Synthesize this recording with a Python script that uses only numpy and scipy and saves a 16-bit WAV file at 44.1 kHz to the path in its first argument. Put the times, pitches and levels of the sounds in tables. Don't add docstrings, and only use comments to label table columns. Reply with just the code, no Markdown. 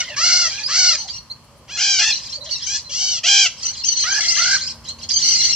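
import sys
import numpy as np
from scipy import signal
from scipy.fft import rfft, irfft
from scipy.io import wavfile
from scipy.ndimage import uniform_filter1d, minimum_filter1d

SR = 44100
rng = np.random.default_rng(int(sys.argv[2]) if len(sys.argv) > 2 else 0)


def generate_wav(signal):
    frames = np.transpose(np.atleast_2d(signal))
    scaled = np.clip(frames, -1, 1) * 32767
    pcm = np.round(scaled).astype(np.int16)
    wavfile.write(sys.argv[1], SR, pcm)


N = 244755

SQUAWKS = [("far", 0.0, .05, 0.011, 0.0397, 738, 740, 700, 530, -29.5, -32, 2.9),
           ("far", .05, 0.11, 0.018, 0.064, 800, 1100, 785, 800, -35, 3.2, -14),
           ("left", 0.16, .332, .13, .1, 520, 730, 710, 603, -24, -3.5, 10.6),
           ("far", .49, .16, 0.0406, 0.046, 870, 720, 910, 800, -35.5, -4, 1),
           ("left", 0.675, .29, .13, .1, 500, 755, 715, 566, -25.5, 0.48, 13.4),
           ("clear", 1.672, 0.114, .065, .01, 430, 845, 835, 630, -31.5, 5.1, -2.1),
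           ("rasp", 1.765, .29, 0.092, 0.15, 624, 830, 760, 625, -21.5, 0, 4.7),
           ("middle", 1.985, .135, 0.0438, 0.0343, 749, 820, 910, 800, -18.5, 0, -1.5),
           ("clear", 2.66, 0.12, 0.093, 0.016, 740, 780, 865, 1200, -31.5, 2.7, 8.4),
           ("high", 2.89, .31, .15, .11, 521, 760, 745, 625, -30.5, -0.87, 11.9),
           ("near", 3.23, 0.25, .08, .06, 550, 815, 785, 623, -14.5, 0, 1.1),
           ("far", 3.62, 0.1085, 0.0413, 0.028, 640, 610, 772, 880, -44, 0, 14.5),
           ("low", 4.03, .18, .08, 0.0215, 490, 730, 860, 450, -22, 0, 0),
           ("narrow", 4.2, .37, 0.0252, .12, 790, 700, 670, 730, -29, -2.2, 8.5),
           ("low", 4.36, .218, .09, .03, 520, 680, 810, 440, -23.5, 0, 2),
           ("narrow", 5.24, .29, .04, 0.049, 725, 710, 700, 680, -37, 0, 17)]
VOICES = {"left": (1759, 1503, -18.5, -5.5, 66, -6, 1.7, 2),
          "near": (3117, 1800, -22.5, 8, 59.5, -1, 2, -0.8),
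          "rasp": (2660, 2400, -20.5, 1.2, 61.5, -0.7, 2, -1),
          "low": (1607, 867, -25, -6, 62, -6.5, -0.5, 2), "clear": (2950, 3000, -20, 5, 55, -.4, 2, 1.2),
          "middle": (3002, 2400, -21, 1, 61, -2.5, 6.5, 0.1),
          "high": (3205, 798, -25.5, 0.5, 61.5, .3, 3, 1.94),
          "narrow": (2113, 470, -22.5, 2, 41.5, -1.1, 5.5, 3.5),
          "far": (2495, 2204, -11.5, 5.5, 64, -2, 2.5, 2.5)}
VOICE_GRIT = {"left": (.22, .056), "near": (.1, .048), "rasp": (.17, .068), "low": (.26, .052),
              "clear": (.1, .016), "middle": (.17, .04), "high": (.21, .052), "narrow": (.28, .036),
              "far": (.36, .035)}


def parrots():
    out = np.zeros((2, N))
    for name, start, *call in SQUAWKS:
        add(out, squawk(call, VOICES[name], *VOICE_GRIT[name]), start)
    return out


def squawk(call, voice, hoarseness, warble_depth):
    throat_hz, width_hz, fundamental_db, upper_db, warble_hz, throat_pan_db, beak_pan_db, lag = voice
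    hz, db, beak_db, crack = call_contour(*call)
    n = len(hz)
    rough = hoarseness + .6 * crack
    warble_phase = phase_of(warble_hz * (1 + .2 * walk(n, 40))) + 2 * np.pi * rng.random()
    warble = warble_depth * np.linspace(1, .5, n) * (1 + .3 * walk(n, 30)) * np.sin(warble_phase)
    hz = hz * (1 + warble + .045 * rough * walk(n, 400))
    order = np.arange(1, 21)[:, None]
    throat, beak = tract(order * hz, throat_hz, width_hz, upper_db)
    throat[0] = undb(fundamental_db - 23.5 * np.log2(hz / np.median(hz)) + 4.6 * walk(n, 39.6))
    throat, beak = (np.sqrt(2) * band / np.sqrt(uniform_filter1d((band ** 2).sum(axis=0), size=1500))
                    for band in (throat, beak))
    fray = np.array([undb(9 * rough * walk(n, 170)) for _ in order])
    freqs = np.arange(n // 2 + 1) * SR / n
    hiss = rfft(rng.standard_normal(n)) * np.minimum(freqs / 1200, 1) ** 2
    breath_bands = tract(freqs, throat_hz, width_hz, upper_db)
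    out = []
    for side in (.5, -.5):
        throat_gain, beak_gain = undb(side * throat_pan_db), undb(beak_db + side * beak_pan_db)
        partials = np.sin(order * phase_of(hz, side * lag) + .9 * order ** 2)
        tone = ((throat * throat_gain + beak * beak_gain) * fray * partials).sum(axis=0)
        delayed_hiss = hiss * np.exp(-2j * np.pi * freqs * side * lag / SR)
        throat_air, beak_air = (unit(irfft(delayed_hiss * band, n)) for band in breath_bands)
        breath = undb(-6.5) * throat_gain * throat_air + undb(-1) * beak_gain * beak_air
        out.append(tone + rough * breath)
    return np.array(out) * undb(db - 3) * fade(n, .01)


def call_contour(length, rise_s, fall_s, onset_hz, from_hz, to_hz, end_hz, db, drift_db, beak_db):
    t = np.arange(int(length * SR)) / SR
    held = np.linspace(from_hz, to_hz, len(t))
    hz = held + (onset_hz - from_hz) * np.maximum(1 - t / rise_s, 0) ** 2.1
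    hz = hz + (end_hz - to_hz) * np.maximum(1 - (length - t) / fall_s, 0) ** 1.9
    octaves_off = np.abs(np.log2(hz / held))
    level_db = db - 20 * octaves_off + drift_db * (t / length - .5)
    crack = .04 + .7 * np.exp(-np.minimum(t, length - t) / .028)
    return hz, level_db, beak_db - 9.5 * octaves_off, crack


# centre in Hz, width in Hz, relative gain in dB.
BEAK_RESONANCES = [(4523, 1190, -2.5), (5796, 780, 1.5), (7090, 1500, -11.5)]


def tract(hz, throat_hz, width_hz, upper_db):
    throat = peak(hz, throat_hz, width_hz) * peak(np.maximum(hz, 5000), 5000, 3000)
    beak = sum(undb(db + upper_db * (k > 0)) * peak(hz, centre, width)
               for k, (centre, width, db) in enumerate(BEAK_RESONANCES))
    rolloff = peak(np.maximum(hz, 7600), 6550, 2300)
    sheen = undb(-37.5 + 1.6 * upper_db) * peak(hz, 10600, 2100) + undb(-59) * peak(hz, 13500, 3500)
    return throat, beak * rolloff + sheen


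# start and length in seconds, first and last pitch in Hz, level in dB.
NOTES = [(0.572, 0.025, 1495, 1000, -26), (0.628, 0.036, 2300, 2270, -31), (0.657, .023, 2410, 2400, -25.5),
         (0.969, 0.069, 3050, 3050, -37.5), (0.988, .038, 2240, 2210, -31), (1.092, 0.025, 2330, 2230, -26),
         (1.117, 0.0575, 2820, 2870, -35), (1.137, .027, 2126, 2120, -35),
         (1.178, 0.019, 2190, 2250, -35.5), (1.297, 0.031, 2112, 2240, -38),
         (2.116, 0.0214, 2220, 1930, -23), (2.121, .066, 2960, 2860, -31),
         (2.145, 0.028, 2080, 2030, -28.5), (2.29, 0.04, 2730, 2800, -37),
         (2.321, 0.049, 2017, 2340, -29.5), (2.404, .04, 2053, 2020, -36.5),
         (2.506, 0.038, 2120, 2340, -27), (2.51, 0.06, 2920, 2870, -32.5), (2.541, 0.022, 1885, 2030, -27),
         (2.555, .02, 2670, 2670, -32), (2.621, 0.0298, 2380, 3100, -32), (2.656, .12, 3110, 2870, -34),
         (2.798, 0.0182, 2640, 3000, -36), (2.841, 0.047, 2060, 2100, -45),
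         (3.625, 0.027, 2270, 2140, -31.5), (3.646, 0.069, 3080, 3000, -31.5),
         (3.677, 0.027, 2126, 2240, -27.5), (3.71, .011, 2200, 5200, -36),
         (3.774, 0.0603, 2000, 2200, -35.5), (3.833, .047, 2665, 3400, -23.5),
         (3.869, .054, 2264, 2250, -22), (3.877, 0.07, 2960, 2970, -23), (3.95, 0.0866, 2180, 2140, -25.5),
         (3.965, .036, 3024, 3030, -24), (4.001, 0.0575, 3160, 2930, -25.5), (4.114, .029, 3057, 3100, -23),
         (4.139, 0.021, 2340, 2240, -20), (4.158, 0.046, 2940, 2800, -26.5),
         (4.278, 0.032, 2220, 2770, -22), (4.296, 0.034, 2965, 2940, -20.5),
         (4.348, 0.064, 3030, 3000, -23.5), (4.402, .035, 2136, 2270, -23.5),
         (4.505, 0.07, 2177, 2140, -29.5), (4.66, 0.035, 2170, 2800, -36.5),
         (4.873, 0.047, 1984, 2160, -30.5), (4.881, .018, 2430, 4700, -36), (4.99, 0.018, 1860, 2900, -46),
         (5.03, .016, 3590, 2800, -41), (5.026, 0.0248, 2032, 2230, -34.5), (5.087, 0.014, 2210, 3000, -25),
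         (5.102, 0.086, 2412, 2380, -20.5), (5.113, 0.012, 2430, 3400, -15), (5.13, .084, 3240, 2900, -28),
         (5.169, 0.011, 2260, 2200, -27), (5.211, 0.139, 2920, 2900, -23), (5.216, 0.12, 2170, 2320, -24),
         (5.341, .085, 2250, 2000, -23), (5.348, 0.022, 2380, 2500, -19.5), (5.386, .09, 2744, 3050, -24.5),
         (5.431, 0.0986, 2190, 2120, -23.5), (5.502, 0.0515, 2986, 2700, -22)]
# home pitch in Hz, fundamental
# against its octave in dB, left-over-right balance in dB.
SINGERS = [(2250, -29, -7), (2850, -15, 8.5)]


def clear_notes():
    out = np.zeros((2, N))
    for start, length, hz0, hz1, db in NOTES:
        _, fundamental_db, pan_db = min(SINGERS, key=lambda singer: abs(singer[0] - hz0))
        n = int(length * SR)
        hz = np.linspace(hz0, hz1, n) * (1 + .023 * walk(n, 380) + .01 * walk(n, 60))
        note = small_syrinx(hz, fundamental_db, third_db=-24, lag=-.22 * pan_db, pan_db=pan_db)
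        add(out, note * undb(db + 4 * walk(n, 120)) * fade(n, .008), start)
    return out


# start and length in seconds, first and last relative level in dB.
TWITTER = [(0.028, 0.15, -27, -41), (0.479, 0.23, -19.5, -32), (0.955, 0.13, -24, -35),
           (1.071, 0.13, -23, -38.5), (2.098, .28, -26, -29), (2.432, 0.18, -28, -26.5),
           (2.599, 0.21, -25, -25), (3.559, 0.12, -38, -19), (3.723, 0.11, -29, -29),
           (3.833, 0.12, -21, -22), (3.95, 0.25, -21.5, -20), (4.202, .36, -17.5, -16.5),
           (4.538, .2, -17.5, -28.5), (4.836, 0.082, -36, -27), (4.978, .085, -34.5, -28),
           (5.085, 0.058, -20, -20.5), (5.18, 0.42, -18, -22)]
REGISTERS_HZ = [1780, 2168, 2204, 2532, 2958]


def twitter():
    out = np.zeros((2, N))
    hold, slur = int(.014 * SR), int(.0051 * SR)
    for start, length, db0, db1 in TWITTER:
        n = int(length * SR)
        for lag in (2.2, -1.5, .7):
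            steps = np.repeat(rng.choice(REGISTERS_HZ, size=n // hold + 1), hold)[:n]
            hz = uniform_filter1d(1. * steps, slur) * (1 + .07 * walk(n, 500) + .08 * walk(n, 120))
            envelope = undb(np.linspace(db0, db1, n) - 14 + 3.3 * walk(n, 69.8)) * fade(n, .013)
            chatter = small_syrinx(hz, fundamental_db=-17, third_db=-7.5, lag=lag, pan_db=-.41)
            add(out, chatter * envelope, start)
    return out


def small_syrinx(hz, fundamental_db, third_db, lag, pan_db):
    out = []
    for side in (.5, -.5):
        phase = phase_of(hz, side * lag)
        body = np.sin(2 * phase) + undb(fundamental_db) * np.sin(phase)
        third = undb(third_db) * np.sin(3 * phase) * peak(np.maximum(3 * hz, 7000), 7200, 2330)
        fourth = undb(-29.5) * np.sin(4 * phase)
        out.append(undb(side * pan_db) * (body + third + fourth))
    return np.sqrt(2) * np.array(out)


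# start and length in seconds, first and last pitch in Hz, level in dB.
HOOTS = [(0.086, 0.052, 674, 530, -40.5), (0.96, 0.13, 1013, 720, -46.5), (2.368, 0.148, 520, 640, -45),
         (2.415, 0.065, 965, 970, -46.5)]


def hoots():
    out = np.zeros((2, N))
    for start, length, hz0, hz1, db in HOOTS:
        n = int(length * SR)
        hz = np.linspace(hz0, hz1, n) * (1 + .07 * walk(n, 200))
        envelope = undb(db + 3.4 * walk(n, 56)) * fade(n, .016)
        add(out, np.sin(phase_of(hz)) * envelope * np.ones((2, 1)), start)
    return out


# time to fall 60 dB in seconds, relative level in dB.
LEAF_TAILS = [(.09, 6.5), (.5, -4.5)]


def leaves(calls):
    t = np.arange(int(.6 * SR)) / SR
    decay = sum(undb(db - 60 * t / t60) / np.sqrt(t60) for t60, db in LEAF_TAILS)
    tail = rng.standard_normal((2, len(t))) * decay * np.minimum(t / .0019, 1) / np.sqrt(SR)
    mid, side = signal.fftconvolve(calls.mean(axis=0, keepdims=True), tail, axes=1)[:, :N]
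    side = colour(side, [(1000, -23.5), (2500, -11), (4500, -.5), (8000, 6.5)])
    return colour(np.array([mid + side, mid - side]), [(500, -2), (1500, 3), (4000, 2.5), (9000, -2.5)])


def insect(first_pulse_s=.068, period_s=.138, width_s=.014):
    from_pulse = (np.arange(N) / SR - first_pulse_s + period_s / 2) % period_s - period_s / 2
    buzz = noise([(6000, -43), (8300, -5), (10000, -.5), (12000, -5.5), (15500, -22)])
    return undb(-57) * buzz * np.exp(-(from_pulse / width_s) ** 2) * np.array([[2.03], [.03]])


# pitch in Hz, level in dB before the swell.
ENGINE_TONES = [(86.1, -58.5), (156.1, -62.5), (231.5, -59.5)]
# time in seconds, gain in dB.
ENGINE_SWELL = [(0, -5), (4.1, -2.5), (4.5, 6), (5.55, 7.5)]


def engine():
    drone = sum(undb(db) * np.sqrt(2) * np.sin(phase_of(hz * (1 + .0113 * walk(N, 18))))
                for hz, db in ENGINE_TONES)
    return drone * undb(np.interp(np.arange(N) / SR, *np.transpose(ENGINE_SWELL)))


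# frequency in Hz, relative level in dB.
AIR_SPECTRUM = [(30, -30), (60, 1), (120, -0.5), (250, -12), (300, -12), (400, -17), (560, -9.5),
                (750, -16), (1050, -8.5), (1500, -21.5), (3000, -25), (4500, -23.5), (7000, -29.5),
                (11000, -28), (15500, -40.5)]


def air():
    mid = noise(AIR_SPECTRUM)
    side = colour(noise(AIR_SPECTRUM), [(60, -21), (250, -6), (900, -15), (2700, -2), (8000, 2.5)])
    rustle = colour(mid, [(150, -22), (260, -9.5), (600, 2), (1100, -23)]) * .23 * walk(N, 4.6)
    return undb(-47.5 + .8 * walk(N, 3)) * (np.array([mid + side, mid - side]) + rustle)


def undb(db):
    return 10 ** (np.asarray(db) / 20)


def unit(x):
    return x / np.sqrt(np.mean(x ** 2))


def phase_of(hz, lag=0):
    return 2 * np.pi * (np.cumsum(hz) - lag * hz) / SR


def walk(n, rate):
    k = max(int(SR / rate), 1)
    steps = np.repeat(rng.standard_normal(n // k + 1), k)
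    return 1.3 * uniform_filter1d(uniform_filter1d(steps, k), k)[:n]


def colour(x, points):
    hz, db = np.transpose(points)
    freqs = np.arange(N // 2 + 1) * SR / N + 1
    return irfft(rfft(x) * undb(np.interp(np.log(freqs), np.log(hz), db)), N)


def noise(points):
    return unit(colour(rng.standard_normal(N), points))


def peak(hz, centre_hz, width_hz):
    return 1 / (1 + (2 * (hz - centre_hz) / width_hz) ** 2)


def fade(n, edge_s):
    from_edge = np.minimum(np.arange(n), n - np.arange(n))
    return np.sin(np.pi / 2 * np.clip(from_edge / (edge_s * SR), 0, 1)) ** 2


def add(out, piece, start_s):
    i = max(int(start_s * SR), 0)
    out[:, i:i + piece.shape[1]] += piece[:, :N - i]


def scene():
    small_birds = clear_notes() + twitter() + hoots()
    squawks = parrots()
    reverb = leaves(small_birds + undb(-3) * squawks)
    return squawks + small_birds + reverb + air() + engine() + insect()


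# frequency in Hz, gain in dB.
MICROPHONE_EQ = [(2500, -0.5), (3150, 3), (3700, -6.5), (4250, 1), (5100, 0.5), (5850, 0.5), (7600, -0.9),
                 (8600, -4.5), (12000, -6.5)]


def record(dry, ceiling=.88, top_hz=15750):
    x = colour(dry, MICROPHONE_EQ)
    gain = np.minimum(ceiling / (np.abs(x).max(axis=0) + 1e-9), 1)
    x = x * uniform_filter1d(minimum_filter1d(gain, size=401), size=401)
    return signal.sosfilt(signal.ellip(10, .2, 70, top_hz, fs=SR, output="sos"), x)


dry = scene()
out = record(dry)
generate_wav(out)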